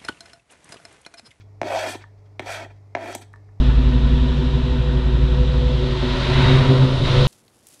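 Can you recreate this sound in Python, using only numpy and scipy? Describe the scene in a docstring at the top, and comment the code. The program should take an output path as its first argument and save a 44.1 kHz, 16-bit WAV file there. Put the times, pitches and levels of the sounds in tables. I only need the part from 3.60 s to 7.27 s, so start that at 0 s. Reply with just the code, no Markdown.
"""Four-cylinder engine, idling and revved

A car engine hunts at a fast idle and is revved once. Its low harmonics boom in the cabin, firing
pulses force the resonances of the exhaust and block, and turbulent air adds a broadband rush.
The microphone moves out of the door toward the open engine bay, where all but the boom and
a few fading tones sound louder and brighter."""
import sys
import numpy as np
from scipy import signal
from scipy.fft import rfft, irfft, next_fast_len
from scipy.io import wavfile
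from scipy.ndimage import uniform_filter1d

SR = 44100
rng = np.random.default_rng(int(sys.argv[2]) if len(sys.argv) > 2 else 0)


def generate_wav(signal):
    """Clip the signal to [-1, 1] and save it as 16-bit WAV at the path in sys.argv[1]."""
    frames = np.transpose(np.atleast_2d(signal))
    scaled = np.clip(frames, -1, 1) * 32767
    pcm = np.round(scaled).astype(np.int16)
    wavfile.write(sys.argv[1], SR, pcm)


N = 161847
T = np.arange(N) / SR

# crankshaft speed: t/s, speed/rpm
ENGINE_SPEED = [(0, 1326), (.25, 1318), (.68, 1442), (1.08, 1448), (1.47, 1362), (2.0, 1417), (2.15, 1390),
                (2.47, 1283), (2.65, 1295), (2.8, 1450), (3.0, 1790), (3.1, 1920), (3.22, 1955),
                (3.4, 1750), (3.53, 1570), (3.67, 1580)]
def engine_cycles():
    """Phase is the integral of speed; one four-stroke cycle takes two turns."""
    return np.cumsum(curve(ENGINE_SPEED)) / (2 * 60) / SR


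# firing strength of each cylinder: relative level/dB
CYLINDERS = [-2, -4, -2.5, -8]
def firings(cycles, spread_db=3.5, jitter_s=0.00033):
    """Impulse excitation: one pressure pulse per firing, uneven in force and timing."""
    onsets = np.flatnonzero(np.diff(np.floor(cycles * len(CYLINDERS)), prepend=-1))
    force, timing = rng.standard_normal((len(onsets), 2)).T
    onsets = np.clip(onsets + (jitter_s * SR * timing).astype(int), 0, N - 1)
    pulses = np.zeros(N)
    pulses[onsets] = amp(np.resize(CYLINDERS, len(onsets)) + spread_db * force)
    return unit(pulses)


# harmonics of the cycle rate: order, relative level/dB
BOOM_HARMONICS = [(4, -11), (5, 0), (6, -16), (7, -24), (8, -18), (10, -19), (12, -17), (15, -24),
                  (17, -26)]
# cabin boom: t/s, level/dB
BOOM_LEVEL = [(0, -12.5), (.35, -14), (.8, -17.5), (1.25, -17), (1.62, -15.3), (2.1, -17.3), (2.4, -22.5),
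              (2.7, -23), (2.82, -19.5), (3.0, -28), (3.67, -34)]
def cabin_boom(cycles, spread_db=1.4):
    """Beating: adjacent low harmonics beat once a cycle, and no two cycles are equally strong."""
    tones = sum(amp(db) * np.sin(2 * np.pi * order * cycles) for order, db in BOOM_HARMONICS)
    count = int(cycles[-1]) + 2
    lope = amp(spread_db * np.interp(cycles, np.arange(count), rng.standard_normal(count)))
    return amp(curve(BOOM_LEVEL)) * unit(tones * lope)


# lowest exhaust resonance, surging in the rev: t/s, relative level/dB
DRONE_LEVEL = [(0, -25), (.95, -22.5), (1.5, -25.5), (1.95, -23), (2.65, -25), (2.73, -15.5), (2.86, -14.5),
               (2.95, -8.5), (3.01, -12), (3.06, -19), (3.1, -7.5), (3.15, -15), (3.24, -9), (3.3, -20),
               (3.42, -21), (3.52, -17.5), (3.61, -13.5), (3.67, -15.5)]
# pitch of the drone outside: t/s, f/Hz
HUM_PITCH = [(2.6, 134), (2.95, 134), (3.22, 131.6), (3.5, 134.2), (3.67, 130.8)]
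def exhaust_drone(drive, cycles, outside, throb_depth=0.54, gain_db=-1.96):
    """Forced resonance: the lowest mode throbs once a cycle in the cabin and is a firm hum outside."""
    mode = steady(ring(drive, hz=130.8, width=14))
    hum = unit(np.sin(2 * np.pi * np.cumsum(curve(HUM_PITCH)) / SR))
    drone = steady((1 - outside) * mode + outside * hum, size=5000)
    throb = 1 + throb_depth * (1 - outside) * np.cos(2 * np.pi * cycles)
    return amp(curve(DRONE_LEVEL) + gain_db) * drone * throb


# pipe modes: f/Hz, stage bandwidth/Hz, share of the swing in engine speed that f follows
PIPE_MODES = [(250.6, 12.6, 0.16), (375.2, 13.9, 0.11), (497, 8.2, 0.033)]
# each mode swells and fades as the microphone moves: t/s, level/dB
LOW_MODE_LEVEL = [(0, -25.5), (.25, -27.5), (.35, -24), (1.5, -31), (2.35, -31), (2.53, -26), (2.65, -30),
                  (3.0, -22), (3.2, -23), (3.4, -30), (3.67, -40)]
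MID_MODE_LEVEL = [(0, -37), (.7, -36), (1.25, -35), (1.5, -30.5), (2.1, -40), (2.22, -27), (2.55, -29),
                  (2.63, -35.5), (2.72, -24), (2.95, -25), (3.13, -23.5), (3.27, -32), (3.48, -33),
                  (3.6, -25), (3.67, -31.5)]
HIGH_MODE_LEVEL = [(0, -41.5), (.9, -40), (1.28, -35.5), (1.5, -43.5), (1.75, -33), (2.12, -30.5),
                   (2.25, -35), (2.7, -49), (2.92, -33), (3.2, -29.5), (3.42, -45), (3.6, -23), (3.67, -29)]
def exhaust_pipe(drive):
    """Air-column resonance: three modes ring, rising slightly in pitch with engine speed."""
    rpm = curve(ENGINE_SPEED)
    swing = rpm / np.median(rpm) - 1
    levels = (LOW_MODE_LEVEL, MID_MODE_LEVEL, HIGH_MODE_LEVEL)
    pipe = np.zeros(N)
    for level, (hz, width, follow) in zip(levels, PIPE_MODES):
        mode = gliding_ring(drive, hz * (1 + follow * swing), width)
        pipe += amp(curve(level)) * steady(mode, size=5000)
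    return pipe


# growl, heard mainly outside: t/s, level/dB
GROWL_LEVEL = [(2.4, -43), (2.7, -38), (2.87, -19), (3.03, -38), (3.3, -35), (3.55, -21), (3.67, -36)]
def growl(cycles):
    """Second harmonic: a tone at twice the firing rate."""
    return amp(curve(GROWL_LEVEL)) * unit(np.cos(2 * np.pi * 2 * len(CYLINDERS) * cycles))


# engine noise, relative band levels: t/s, low mids/dB, high mids/dB, treble/dB
NOISE_BANDS = [(0.06, -38.5, -42.5, -40), (0.11, -38.5, -40, -41.5), (0.14, -41.5, -42.5, -42.5),
               (0.68, -42, -43, -40), (1.49, -41.5, -43.5, -42.5), (2.21, -39.5, -43.5, -38),
               (2.6, -32.5, -35.5, -32), (2.88, -25, -28, -28.5), (3.01, -28.5, -33, -31.5),
               (3.28, -31, -41, -34.5), (3.43, -36, -40.5, -33.5), (3.46, -29.5, -34.5, -29.5),
               (3.61, -28.5, -33.5, -28), (3.63, -29, -38, -28.5)]
# noise spectra inside and outside: f/Hz, relative spectral level/dB
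CABIN_SPECTRUM = [(350, -7), (600, 2), (800, -4.5), (960, -7), (1150, -3), (1430, -9.5), (1600, -14),
                  (1800, -14), (2150, -20.5), (2500, -15), (3300, -10), (3900, -9), (4400, -19.5),
                  (5340, -25), (6940, -35), (8500, -41), (11000, -58)]
BAY_SPECTRUM = [(350, -9), (600, -0.5), (810, -13), (1030, -8.5), (1380, -8.5), (1670, -9), (1930, -5.5),
                (2340, -8.5), (3200, -11), (3900, -10), (4400, -17), (5340, -25), (6940, -35), (8500, -41),
                (11000, -50)]
def air_rush(cycles, outside, pulse_depth=0.0475):
    """Turbulence: fan, belt and intake noise pulses with the firings; the car body shades each band."""
    noise = rng.standard_normal(N) * (1 + pulse_depth * np.cos(2 * np.pi * len(CYLINDERS) * cycles))
    cabin, bay = unit(shaped(noise, CABIN_SPECTRUM)), unit(shaped(noise, BAY_SPECTRUM))
    air = (1 - outside) * cabin + outside * bay
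    air = air - lowpass(air, edge_hz=560, order=6)
    low, below_treble = lowpass(air, edge_hz=1500), lowpass(air, edge_hz=2800)
    return (amp(curve(NOISE_BANDS, column=1) - 2.0) * steady(low)
            + amp(curve(NOISE_BANDS, column=2) - 0.24) * steady(below_treble - low)
            + amp(curve(NOISE_BANDS, column=3) + 0.16) * steady(air - below_treble))


# modes of the block and covers: f/Hz, stage bandwidth/Hz, relative level/dB
BLOCK_MODES = [(904.4, 48, 0), (960.5, 47, 3), (1010, 45, -0.5), (1118, 85, -10.5), (1339, 52, -6),
               (1480, 61, -5.5), (1877, 38, -9)]
# clatter: t/s, level/dB re the low mids of NOISE_BANDS
CLATTER_LEVEL = [(0, -5), (.45, 1.5), (1.25, 0), (1.5, -1.5), (2.2, -2.5), (2.5, -1), (2.7, -5), (2.92, -3),
                 (3.2, -4.5), (3.67, -6)]
def block_clatter(cycles):
    """Impact excitation: firing knocks and noise of equal power ring the block and its covers."""
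    knocks = firings(cycles) + rng.standard_normal(N)
    modes = sum(amp(db) * unit(ring(knocks, hz, width)) for hz, width, db in BLOCK_MODES)
    return amp(curve(NOISE_BANDS, column=1) + curve(CLATTER_LEVEL)) * steady(modes)


# weak body modes: f/Hz, stage bandwidth/Hz, cabin level/dB, outside level/dB
BODY_MODES = [(331.5, 6.7, -57, -57), (357, 13, -44, -37), (466.4, 10.2, -47, -45.5),
              (557.7, 17.6, -50, -36.5), (646.5, 45, -48, -41.5)]
def body_resonance(drive, outside):
    """Forced vibration: the exhaust drives modes whose levels depend on the listening position."""
    return sum(amp(cabin_db + (outside_db - cabin_db) * outside) * steady(ring(drive, hz, width))
               for hz, width, cabin_db, outside_db in BODY_MODES)


# rumble spectrum: f/Hz, relative spectral level/dB
RUMBLE_SPECTRUM = [(8, -14.5), (18, 2), (28, -2.5), (48, -1.5), (75, -21), (115, 1.5), (175, -12.5),
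                   (300, -15.5), (600, -23), (900, -38.5), (2000, -57.5)]
# rumble strength: t/s, level/dB
RUMBLE_ENVELOPE = [(0, -29), (2.4, -29), (2.9, -18), (3.3, -22), (3.67, -18.5)]
def body_rumble():
    """Random vibration: the car body shakes at low frequencies under the engine note."""
    return amp(curve(RUMBLE_ENVELOPE)) * unit(shaped(rng.standard_normal(N), RUMBLE_SPECTRUM))


# whirr: t/s, level/dB re the treble of NOISE_BANDS
WHIRR_LEVEL = [(0, -23), (.45, -9), (1.0, -17), (1.3, -17), (2.72, -13), (2.9, -1.5), (3.0, -9),
               (3.67, -15)]
def whirr_and_whine(whine_hz=7418, whine_db=-72):
    """Narrow-band noise is heard as a metallic whirr, a pure tone as a faint steady whine."""
    whirr = steady(ring(rng.standard_normal(N), hz=3757, width=93), size=4000)
    whine = unit(np.sin(2 * np.pi * whine_hz * T))
    return amp(curve(NOISE_BANDS, column=3) + curve(WHIRR_LEVEL)) * whirr + amp(whine_db) * whine


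def amp(db):
    """Amplitude ratio of a level in decibels."""
    return 10 ** (np.asarray(db) / 20)


def unit(x):
    """Normalisation to rms 1."""
    return x / np.sqrt(np.mean(x ** 2) + 1e-20)


def steady(x, size=9000):
    """Normalisation of the running rms, smoothed twice over size samples."""
    return x / np.sqrt(abs(uniform_filter1d(uniform_filter1d(x ** 2, size), size)) + 1e-20)


def curve(rows, column=1):
    """Linear interpolation of a table column over time."""
    rows = np.array(rows)
    return np.interp(T, rows[:, 0], rows[:, column])


def colour(x, gain):
    """Filtering as multiplication of the spectrum by gain(f)."""
    size = next_fast_len(N + SR // 2)
    return irfft(rfft(x, size) * gain(np.arange(size // 2 + 1) * SR / size), size)[:N]


def lowpass(x, edge_hz, order=16):
    """Zero-phase low-pass, at half amplitude on the edge."""
    return colour(x, lambda hz: 1 / (1 + (hz / edge_hz) ** order))


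def shaped(x, points):
    """Spectral shaping by a table of f/Hz, level/dB."""
    f, db = np.transpose(points)
    return colour(x, lambda hz: amp(np.interp(np.log(hz + 1), np.log(f + 1), db)))


def ring(x, hz, width):
    """Resonance of two like stages in cascade, each width Hz wide."""
    b, a = signal.iirpeak(hz, hz / width, SR)
    return signal.lfilter(b, a, signal.lfilter(b, a, x))


def gliding_ring(x, hz, width):
    """Heterodyning: a two-stage resonance whose centre follows the curve hz."""
    carrier = np.exp(2j * np.pi * np.cumsum(hz) / SR)
    pole = np.exp(-np.pi * width / SR)
    return (carrier * signal.lfilter([(1 - pole) ** 2], np.poly([pole, pole]), x / carrier)).real


# passage of the microphone out of the cabin: start t/s, end t/s
DOOR_PASSAGE = [1.78, 2.7]
def scene(turbulence=0.32):
    """Superposition: the layers add in one channel, the firings timed by one crankshaft."""
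    cycles = engine_cycles()
    outside = np.interp(T, DOOR_PASSAGE, [0, 1])
    boom = cabin_boom(cycles)
    drive = firings(cycles) + turbulence * rng.standard_normal(N)  # exhaust gas pressure
    exhaust = exhaust_drone(drive, cycles, outside) + exhaust_pipe(drive)
    bay = block_clatter(cycles) + air_rush(cycles, outside)
    body = body_resonance(drive, outside) + body_rumble()
    return (boom + exhaust + growl(cycles) + bay + body + whirr_and_whine())[None]


def record(dry, ceiling=0.71, edge_hz=11100):
    """Overload and band limiting: the loudest crests clip, then the top treble is cut."""
    taps = signal.firwin(511, edge_hz, window=("kaiser", 9), fs=SR)
    return signal.oaconvolve(np.clip(dry, -ceiling, ceiling), taps[None], "same")


dry = scene()
out = record(dry)
generate_wav(out)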